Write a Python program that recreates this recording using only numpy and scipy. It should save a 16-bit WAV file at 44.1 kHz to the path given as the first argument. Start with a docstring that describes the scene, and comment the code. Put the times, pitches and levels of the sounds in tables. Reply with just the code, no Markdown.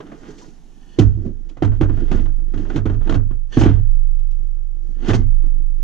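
"""Light knocks, thuds and soft scraping over hiss, then hard clacks and thuds:
a steel safe is lowered into the plastic console bin of a parked car and worked into place.
Contacts ring damped steel and console modes under shaped noise bursts; sliding drives them with noisy slips.
The jolts also shake the camera mount, whose drifting sines boom and sway, mostly into the right microphone."""
import sys
import numpy as np
from scipy import signal
from scipy.fft import rfft, irfft, next_fast_len
from scipy.io import wavfile
from scipy.ndimage import map_coordinates

SR = 44100
rng = np.random.default_rng(int(sys.argv[2]) if len(sys.argv) > 2 else 0)


def bounce(signal):
    """Save signal as a 16-bit WAV file at the path given by the first command-line argument."""
    frames = np.transpose(np.atleast_2d(signal))
    limited = np.clip(frames, -1, 1)
    pcm = np.round(limited * 32767).astype(np.int16)
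    wavfile.write(sys.argv[1], SR, pcm)


N = 257103


def amp(db):
    """Decibels to gain."""
    return 10 ** (np.asarray(db) / 20)


def unit(x):
    """Scale to rms 1."""
    return x / np.sqrt(np.mean(x ** 2) + 1e-20)


def fade(t, t60):
    """Decay by 60 dB in t60 seconds."""
    return np.exp(-np.log(1000) * t / t60)


def along(points, hz, axis=1):
    """One column of a frequency table, read on a log axis."""
    table = np.transpose(points)
    return np.interp(np.log(hz + 1), np.log(table[0] + 1), table[axis])


def curves(rows):
    """One value per sample for each column after the time."""
    time_s, *columns = np.transpose(rows)
    return [np.interp(np.arange(N) / SR, time_s, column) for column in columns]


def wobble(rate_hz):
    """A smooth random curve, rate_hz knots a second."""
    knots = rng.standard_normal(int(N * rate_hz / SR) + 4)
    return map_coordinates(knots, [np.arange(N) * rate_hz / SR])


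def add(track, time_s, sound):
    """Mix a sound into a track at time_s."""
    start = max(round(time_s * SR), 0)
    part = sound[..., :N - start]
    track[..., start:start + part.shape[-1]] += part


def filtered(x, response):
    """x times a complex response of frequency."""
    size = 2 * next_fast_len(N // 2 + 8192)
    hz = np.fft.rfftfreq(size, 1 / SR)
    return irfft(rfft(x, size) * response(hz), size)[..., :N]


def coloured(x, spectrum):
    """Causal (minimum-phase) filter with the given spectrum; white noise keeps its power."""
    def response(hz):
        cepstrum = irfft(np.log(unit(amp(along(spectrum, hz))) + 1e-6))
        cepstrum[1:len(hz) - 1] *= 2
        cepstrum[len(hz):] = 0
        return np.exp(rfft(cepstrum))
    return filtered(x, response)


def ring(modes, t):
    """One damped sine for each mode; mode gains have rms 1, divided by the root of their number."""
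    hz, db, t60 = np.transpose(modes)[:, :, None]
    gain = unit(amp(db)) / np.sqrt(len(modes))
    return gain * np.sin(2 * np.pi * hz * t) * fade(t, t60)


def resonate(x, modes, seconds=0.23):
    """Pass a pair of signals through a set of modes; white noise keeps its power."""
    answer = ring(modes, np.arange(round(seconds * SR)) / SR).sum(axis=0)
    return signal.fftconvolve(x, answer[None] / np.linalg.norm(answer), axes=1)[:, :N]


SWELL_SHAPE = 1.11  # exponent: 1 pointed, 2 rounded


def swells(rows):
    """Sum of swells (peak, rise, fall, levels): one strength curve for each level column."""
    force = np.zeros((len(rows[0]) - 3, N))
    t = np.arange(-SR // 2, SR) / SR
    for peak_s, rise_s, fall_s, *levels_db in rows:
        shape = np.exp(-np.abs(t / np.where(t < 0, rise_s, fall_s)) ** SWELL_SHAPE)
        add(force, peak_s + t[0], amp(levels_db)[:, None] * shape[peak_s + t >= 0])
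    return force


LANDING_S, LANDING_FADE_S = .98, 0.024


def lifted(change_db):
    """A gain of change_db while the safe is held in the air, and of 0 dB once it has landed."""
    return amp(curves([(LANDING_S - LANDING_FADE_S, change_db), (LANDING_S, 0)])[0])


HUSH_DB = -57  # after landing, ahead of the ports
# cabin hiss colour: (frequency [Hz], relative level [dB])
CABIN_SPECTRUM = [(20, 8), (60, -15), (140, -5.5), (280, -5), (420, -17), (550, -25), (800, -15.5),
                  (1050, -25.5), (2200, -32.5), (3100, -30.5), (4600, -35), (6400, -29.5), (8500, -42),
                  (11000, -42.5), (14000, -56)]


def cabin():
    """Quiet background hiss as coloured noise, stronger until the safe lands."""
    hiss = coloured(rng.standard_normal((2, N)), CABIN_SPECTRUM)
    return amp(HUSH_DB) * lifted(change_db=9) * hiss


BOOM_PER_THUD_DB, BOOM_PER_JUDDER_DB = 1, 4  # drive from blows and from sliding
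BOOM_GROWTH = 0.87  # dB of boom per dB of thud
BOOM_RISE_S, BOOM_T60_S = 0.031, 0.58


def boom_strength(judder):
    """Thuds and judder feed energy into the mount, which builds up briefly and dies away."""
    feed = (amp(BOOM_PER_JUDDER_DB) * judder) ** 2 / (SR * BOOM_T60_S)
    for time_s, _, thud_db, _ in KNOCKS:
        add(feed, time_s, amp([BOOM_PER_THUD_DB + BOOM_GROWTH * thud_db]) ** 2)
    t = np.arange(SR) / SR
    answer = (1 - np.exp(-t / BOOM_RISE_S)) * fade(t, BOOM_T60_S)
    energy = signal.fftconvolve(feed * lifted(change_db=-52) ** 2, answer ** 2)[:N]
    return np.sqrt(np.abs(energy))


RUMBLE_PER_SWAY_DB = -19
# swing of the mount, ahead of channel gains: (time [s], level [dB])
SWAY = [(0.0, -69), (0.08, -48), (0.99, -44), (1.05, -30), (1.48, -30), (1.57, -41.5), (1.72, -23),
        (2.22, -16.5), (2.89, -27.5), (2.94, -23.5), (3.02, -17.5), (3.44, -22.5), (3.52, -32.5),
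        (3.9, -13.5), (4.74, -24.5), (5.18, -23), (5.31, -13.5), (5.83, -20)]
# rumble colour: (frequency [Hz], relative level [dB])
RUMBLE_SPECTRUM = [(20, -19.5), (40, -2.5), (58, 2), (75, -5.5), (105, -2.5), (135, -11), (220, -37.5),
                   (600, -81)]


def mount(judder, sway_hz=25.18, boom_hz=100.46):
    """The camera mount swings on its arm, booms at a higher bending mode and rumbles with both."""
    strength = boom_strength(judder)
    reach = amp(curves(SWAY)[0])
    swing = 2 * np.pi * np.cumsum(sway_hz + 0.2 * wobble(3.0)) / SR
    jostle = np.minimum(judder / amp(-37), 1)  # sliding knocks the boom off its pitch
    bend = 2 * np.pi * np.cumsum(boom_hz + (1.144 + 5 * jostle) * wobble(22)) / SR
    # rows: left, right
    sway = reach * np.array([amp(-7.0) * np.sin(swing - 1.2), amp(9.5) * np.sin(swing)])
    boom = strength * np.array([amp(-21.5) * np.sin(bend - .5), amp(1.5) * np.sin(bend)])
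    shaking = np.hypot(strength, amp(RUMBLE_PER_SWAY_DB) * reach)
    noise = coloured(rng.standard_normal((2, N)), RUMBLE_SPECTRUM)
    rumble = shaking * amp([[-8], [-4.5]]) * noise
    return sway + boom + rumble


# single ringing notes, the held safe's low steel note near 420 Hz, then higher squeaks of the lid;
# ahead of the ports: (time [s], frequency [Hz], level [dB], t60 [s])
PINGS = [(0.003, 425, -29, 0.075), (0.294, 420, -34, 0.15), (0.421, 977, -41.5, 0.12),
         (5.144, 2104, -43.5, 0.3)]


def pings():
    """Single ringing notes, each a damped sine: the held safe's low steel note, then higher squeaks of the lid."""
    pair = np.zeros((2, N))
    t = np.arange(SR // 3) / SR
    for time_s, hz, db, t60_s in PINGS:
        add(pair[0], time_s, amp(db) * np.sin(2 * np.pi * hz * t) * fade(t, t60_s))
    return pair


def friction(slips_per_s, grain_db, rough_db):
    """Steel dragging over grained plastic: slips of uneven size on a rough hiss."""
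    struck = rng.random(N) < slips_per_s / SR
    slips = struck * rng.standard_normal((2, N)) * amp(1.2 * rng.standard_normal(N))
    hiss = rng.standard_normal((2, N))
    return unit((hiss + amp(grain_db) * unit(slips)) * amp(rough_db * wobble(70)))


# an edge binds just before it gives way: (peak time [s], rise [s], fall [s], level [dB])
BINDINGS = [(0.93, .13, 0.12, -57), (3.54, 0.013, .055, -38), (5.05, 0.054, 0.029, -53)]
# resonances of that edge: (frequency [Hz], relative level [dB], t60 [s])
EDGE_MODES = [(1800, -2.5, 0.039), (3030, 2.5, 0.014), (3350, -3.5, 0.015), (4330, -3, 0.011),
              (5970, -5.5, .01), (6100, -11.5, 0.0072)]


def squeal(top_hz=7800):
    """Fast slips of the binding edge keep its resonances sounding."""
    slips = swells(BINDINGS) * friction(slips_per_s=640, grain_db=-0.5, rough_db=1.5)
    return filtered(resonate(slips, EDGE_MODES), lambda hz: 1 / (1 + (hz / top_hz) ** 12))


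# pushes that slide the safe or its lid; relative levels:
# (peak time [s], rise [s], fall [s], scrape level [dB], hiss level [dB], judder level [dB])
SHOVES = [(0.13, 0.18, 0.042, -51.5, -71, -38.5), (0.29, 0.089, 0.052, -46, -54, -38),
          (0.42, 0.074, 0.1, -52, -52, -48), (1.03, 0.06, 0.056, -49, -55, -44.5),
          (1.275, 0.07, .022, -57.5, -63.5, -22.5), (1.5, 0.24, 0.17, -63, -71.5, -49),
          (1.75, 0.039, 0.034, -52.5, -66.5, -40), (1.99, 0.11, 0.12, -47, -62.5, -29.5),
          (2.13, .012, 0.031, -39.5, -55, -23), (2.18, 0.071, 0.057, -43.5, -55.5, -33.5),
          (2.4, 0.29, 0.13, -69.5, -75, -53.5), (2.6, 0.05, .07, -47.5, -58.5, -30.5),
          (2.77, 0.085, 0.016, -42.5, -54, -27), (2.93, 0.057, .05, -64, -64.5, -35),
          (3.065, 0.033, .03, -45.5, -60, -32.5), (3.2, 0.041, 0.037, -69, -85, -34),
          (3.535, 0.016, .03, -43, -49.5, -39), (3.607, 0.016, 0.013, -29, -30.5, -34.5),
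          (3.665, 0.043, 0.056, -31.5, -51, -22), (3.86, .02, 0.028, -63.5, -90.5, -67),
          (4.4, 0.36, 0.49, -67.5, -76, -62.5), (4.43, 0.043, .04, -76.5, -79, -54),
          (4.91, 0.078, 0.038, -63, -65, -44), (5.05, 0.03, .06, -43, -61.5, -36.5),
          (5.108, 0.027, 0.013, -22.5, -37, -23.5), (5.153, 0.0071, 0.007, -32, -34, -26.5),
          (5.2, 0.077, .025, -45, -55.5, -23.5), (5.465, 0.033, 0.036, -54, -69, -43.5),
          (5.57, .025, .03, -62.5, -92, -41), (5.69, .05, .06, -74, -86.5, -50.5),
          (5.82, .04, .04, -58, -65, -52.5)]
RUB_DAMPING = .35  # share of t60 left while walls are pressed on plastic
# scrape colour: (frequency [Hz], relative level [dB])
SCRAPE_SPECTRUM = [(200, -27.5), (430, 11.5), (570, -6), (780, 1.5), (1020, -5), (1450, -7), (1900, -6.5),
                   (2350, -16), (3100, -9.5), (4000, -21.5), (5500, -26.5), (9000, -60.5)]


def scrapes(scrape, hiss, judder):
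    """Sliding excites the steel walls, their edges and the console."""
    rub = scrape * friction(slips_per_s=200, grain_db=-5.5, rough_db=1.5)
    pressed = [(hz, db, RUB_DAMPING * t60) for hz, db, t60 in STEEL_MODES]
    walls = amp(-2.0) * coloured(rub, SCRAPE_SPECTRUM) + amp(-9.5) * resonate(rub, pressed)
    edge_rub = hiss * friction(slips_per_s=470, grain_db=-12.5, rough_db=1.8)
    edges = coloured(amp(-5.5) * edge_rub, TICK_SPECTRUM)
    drag = judder * friction(slips_per_s=310, grain_db=-10.5, rough_db=5.0)
    shudder = amp(-4.5) * lifted(change_db=-1) * coloured(drag, THUD_SPECTRUM)
    groan = amp(-7) * resonate(drag, CONSOLE_MODES[1:])  # rubbing is too light for the lowest mode
    return walls + edges + shudder + groan


def burst(t, attack, t60, tail_db, tail_t60):
    """A pair of noises: a quick crash and its longer rattle round the cabin."""
    decay = fade(t, t60) + amp(tail_db) * fade(t, tail_t60)
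    return rng.standard_normal((2, len(t))) * (1 - np.exp(-t / attack)) * decay


def strike(rings, scatter_db):
    """Every blow shares its strength among the modes in a new way."""
    return unit(amp(scatter_db * rng.standard_normal(len(rings)))) @ rings


def spot(t, t60, count=30):
    """Each point of contact has short modes of its own."""
    modes = [(hz, 0, t60) for hz in rng.uniform(600, 6000, count)]
    sound = strike(ring(modes, t[:SR // 14]), scatter_db=4.5)
    return np.pad(sound, (0, len(t) - len(sound)))


HEAVY_DB, HEAVY_GROWTH = -15, 0.51  # thud threshold; extra dB per dB above it
FLOOR_HZ, FLOOR_WIDTH_HZ = 323, 26
# hollow plastic console: (frequency [Hz], relative level [dB], t60 [s])
CONSOLE_MODES = [(137, 6.5, 0.072), (195, -8.5, 0.08), (248.5, -11.5, 0.45), (289.7, -4, 0.2),
                 (312.7, 3.5, 0.1), (335, -4.5, 0.09), (416, -15.5, 0.34), (505, -27.5, 0.082)]


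def heavy_ring(thud_db):
    """Gain of each console mode: heavy blows reach the bin's floor, whose modes grow faster than the blow."""
    hz = np.transpose(CONSOLE_MODES)[0]
    nearness = np.exp(-((hz - FLOOR_HZ) / FLOOR_WIDTH_HZ) ** 2)
    return amp(HEAVY_GROWTH * max(thud_db - HEAVY_DB, 0) * nearness)[:, None]


# contacts of safe and bin; relative levels, sharpness high for a bare edge, low for a flat wall:
# (time [s], clack level [dB], thud level [dB], sharpness [dB])
KNOCKS = [(0.003, -34, -38, -3), (0.067, -43.5, -39.5, -2), (0.117, -35.5, -39, -11),
          (0.232, -41.5, -34, -13), (0.301, -43.5, -34, 4), (0.382, -52, -54.5, 25.5),
          (0.481, -61, -35, 25), (0.988, -23, -4, 13), (0.9959, -25, -8.5, 3.5), (1.014, -27, -11, 0.5),
          (1.491, -49, -62, 16), (1.569, -39, -36.5, -2), (1.623, -19, -8, -3), (1.647, -34.5, -20.5, 8),
          (1.717, -36.5, -48, -8), (1.811, -21.5, -6.5, -3), (1.831, -28, -34.5, -3.5),
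          (1.895, -31, -19.5, -9), (1.973, -34, -31, -12), (2.114, -24, -14, 0.5), (2.168, -38, -30, -5),
          (2.255, -37, -39.5, -5), (2.384, -51, -36.5, -11), (2.538, -34.5, -22.5, -2),
          (2.575, -37.5, -37.5, 5.5), (2.649, -36.5, -38, -22.5), (2.7, -27.5, -34, -3),
          (2.759, -26, -14.5, 6), (2.774, -29, -18, -1.5), (2.856, -25, -12.5, -4.5),
          (2.897, -29.5, -19.5, -6.5), (2.938, -38.5, -29.5, -3), (3.011, -37, -45, -7.5),
          (3.073, -31, -26, -4.5), (3.095, -22, -13.5, 2.5), (3.122, -25, -14.5, 0),
          (3.142, -24.5, -14.5, 2), (3.308, -40, -28, -10.5), (3.571, -19.5, -4.5, -1),
          (3.612, -18, -11.5, 2), (3.634, -15.5, -10, 0.5), (3.659, -19, -6, -6),
          (3.689, -26.5, -10.5, -2.5), (3.769, -44.5, -40, -15.5), (4.089, -58, -54, -2),
          (4.189, -53, -57.5, 12), (4.308, -62, -51, 25), (4.381, -59, -44, -1), (4.451, -64.5, -53.5, 0.5),
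          (4.571, -56, -50.5, -5), (5.082, -33, -25, 16.5), (5.09, -19.5, -6.5, -1),
          (5.133, -19.5, -11.5, 5), (5.144, -29.5, -28, 16), (5.436, -50.5, -36.5, -9.5)]
# steel walls, t60 ahead of hand damping: (frequency [Hz], relative level [dB], t60 [s])
STEEL_MODES = [(432, 2, .16), (653, 0, .33), (737, -2, .3), (846, -4, .3), (1233, -5, .32), (1441, -1, .3),
               (1597, -3, .28), (1728, -6, .25), (1890, -9, .26), (2030, -9, .26), (2452, -12, .22),
               (2726, -12, .22), (3122, -10, .22), (3484, -13, .22), (4276, -19, .2)]
# contact colours, wall clack, corner bite, edge tick, console thud: (frequency [Hz], relative level [dB])
CLACK_SPECTRUM = [(200, -28.5), (420, 4), (560, -2), (700, 0), (1000, -4.5), (1450, -5.5), (2150, -17),
                  (3200, -26), (5200, -49.5), (10000, -70.5)]
BITE_SPECTRUM = [(1200, -27.5), (2100, -2.5), (2600, 3.5), (3300, 3.5), (4100, -4.5), (5200, -19.5),
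                 (9000, -53.5)]
TICK_SPECTRUM = [(2500, -24), (4300, -0.5), (5200, -0.5), (6400, 2), (7600, -8), (8600, -17.5),
                 (11000, -30), (15000, -39)]
THUD_SPECTRUM = [(25, -24.5), (50, 0.5), (90, -17), (150, -5.5), (200, 0), (310, -0.5), (400, -12),
                 (550, -29), (900, -35.5), (2000, -93)]
TICK_DB, BITE_DB = -22, -18.5  # against the clack, at sharpness 0
BITE_PER_SHARP = 0.76  # dB of bite per dB of sharpness
GRIP_T60_S = .4  # extra decay: the hands damp the steel walls


def knocks():
    """Each contact sets off the steel walls, their stiff corners, a sharp edge tick and the console's low modes."""
    clack, bite, tick, thud, modes = np.zeros((5, 2, N))
    t = np.arange(SR // 3) / SR
    steel = ring(STEEL_MODES, t) * fade(t, GRIP_T60_S)
    console = ring(CONSOLE_MODES, t) * (1 - np.exp(-t / 0.0026))  # plastic gives way: soft start
    for time_s, clack_db, thud_db, sharp_db in KNOCKS:
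        touch_s = time_s - .001  # each blow starts 1 ms before its listed time
        bite_db = clack_db + BITE_DB + BITE_PER_SHARP * sharp_db
        tick_db = clack_db + TICK_DB + sharp_db
        contact_s = .0015 * amp(-.33 * (clack_db + 27.5))  # lighter blows stay in contact longer
        settle = 1 - np.exp(-t / contact_s)
        local = settle * spot(t, t60=0.042)
        crash = burst(t, attack=contact_s, t60=0.14, tail_db=-16, tail_t60=0.34)
        add(clack, touch_s, amp(clack_db - 5.0) * crash)
        add(clack[0], touch_s, amp(clack_db - 3.5) * local)
        corner = burst(t, attack=contact_s, t60=0.068, tail_db=-4.0, tail_t60=0.12)
        add(bite, touch_s, amp(bite_db) * corner)
        add(bite[0], touch_s, amp(bite_db) * local)
        edge = burst(t, attack=0.0024, t60=0.11, tail_db=-28.5, tail_t60=0.073)
        add(tick, touch_s, amp(tick_db) * edge)
        hollow = burst(t, attack=0.0011, t60=0.11, tail_db=-12.0, tail_t60=0.35)
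        add(thud, touch_s, amp(thud_db - 8.0) * hollow)
        walls = settle * strike(steel, scatter_db=4.5)
        add(modes[0], touch_s, amp(clack_db - 11.5) * walls)
        body = strike(console * heavy_ring(thud_db), scatter_db=3.5)
        add(modes[0], touch_s, amp(thud_db + 2.5) * body)
    chatter = unit(amp(1.6 * wobble(260)))  # loose lid and hinge buzz against the walls
    metal = coloured(clack, CLACK_SPECTRUM) + coloured(bite, BITE_SPECTRUM) + coloured(tick, TICK_SPECTRUM)
    return chatter * metal + lifted(change_db=-7) * coloured(thud, THUD_SPECTRUM) + modes


# two microphone ports:
# (frequency [Hz], likeness [0-1], left minus right level [dB], left lead [rad])
PORTS = [(50, .55, -4, .4), (100, .5, -9, -.5), (160, .88, -4, -.1), (230, .97, -5.5, -.1),
         (330, .98, -5.5, .1), (460, .65, -9, -.2), (650, .5, -7, 1.8), (950, .55, -2, 1.8),
         (1400, .62, 0, 1.0), (2000, .65, -1, 1.0), (3200, .65, -2, .5), (6000, .5, -3, .4),
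         (12000, .5, -5, .3)]


def microphones(pair):
    """The first signal reaches both ports alike; the second is the diffuse share that tells them apart."""
    half = np.array([[.5], [-.5]])

    def shares(hz):
        turn = np.arccos(np.clip(along(PORTS, hz), 0, 1)) / 2
        return np.array([np.cos(turn), np.sin(turn)])

    def ports(hz):
        gain = amp(half * along(PORTS, hz, axis=2))
        return gain * np.exp(1j * half * along(PORTS, hz, axis=3))

    common, diffuse = filtered(pair, shares)
    return filtered(np.array([common + diffuse, common - diffuse]), ports)


def scene():
    """Knocks, single notes, scrapes and a squeal over the quiet cabin, plus the shaking mount."""
    scrape, hiss, judder = swells(SHOVES)
    sources = cabin() + pings() + squeal() + scrapes(scrape, hiss, judder) + knocks()
    return microphones(sources) + mount(judder)


TOP_HZ = 15000


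def record(dry):
    """The hardest blows saturate each channel; nothing is kept above the band limit."""
    squashed = dry / (1 + np.abs(dry) ** 8) ** (1 / 8)
    return filtered(squashed, lambda hz: hz < TOP_HZ)


dry = scene()
out = record(dry)
bounce(out)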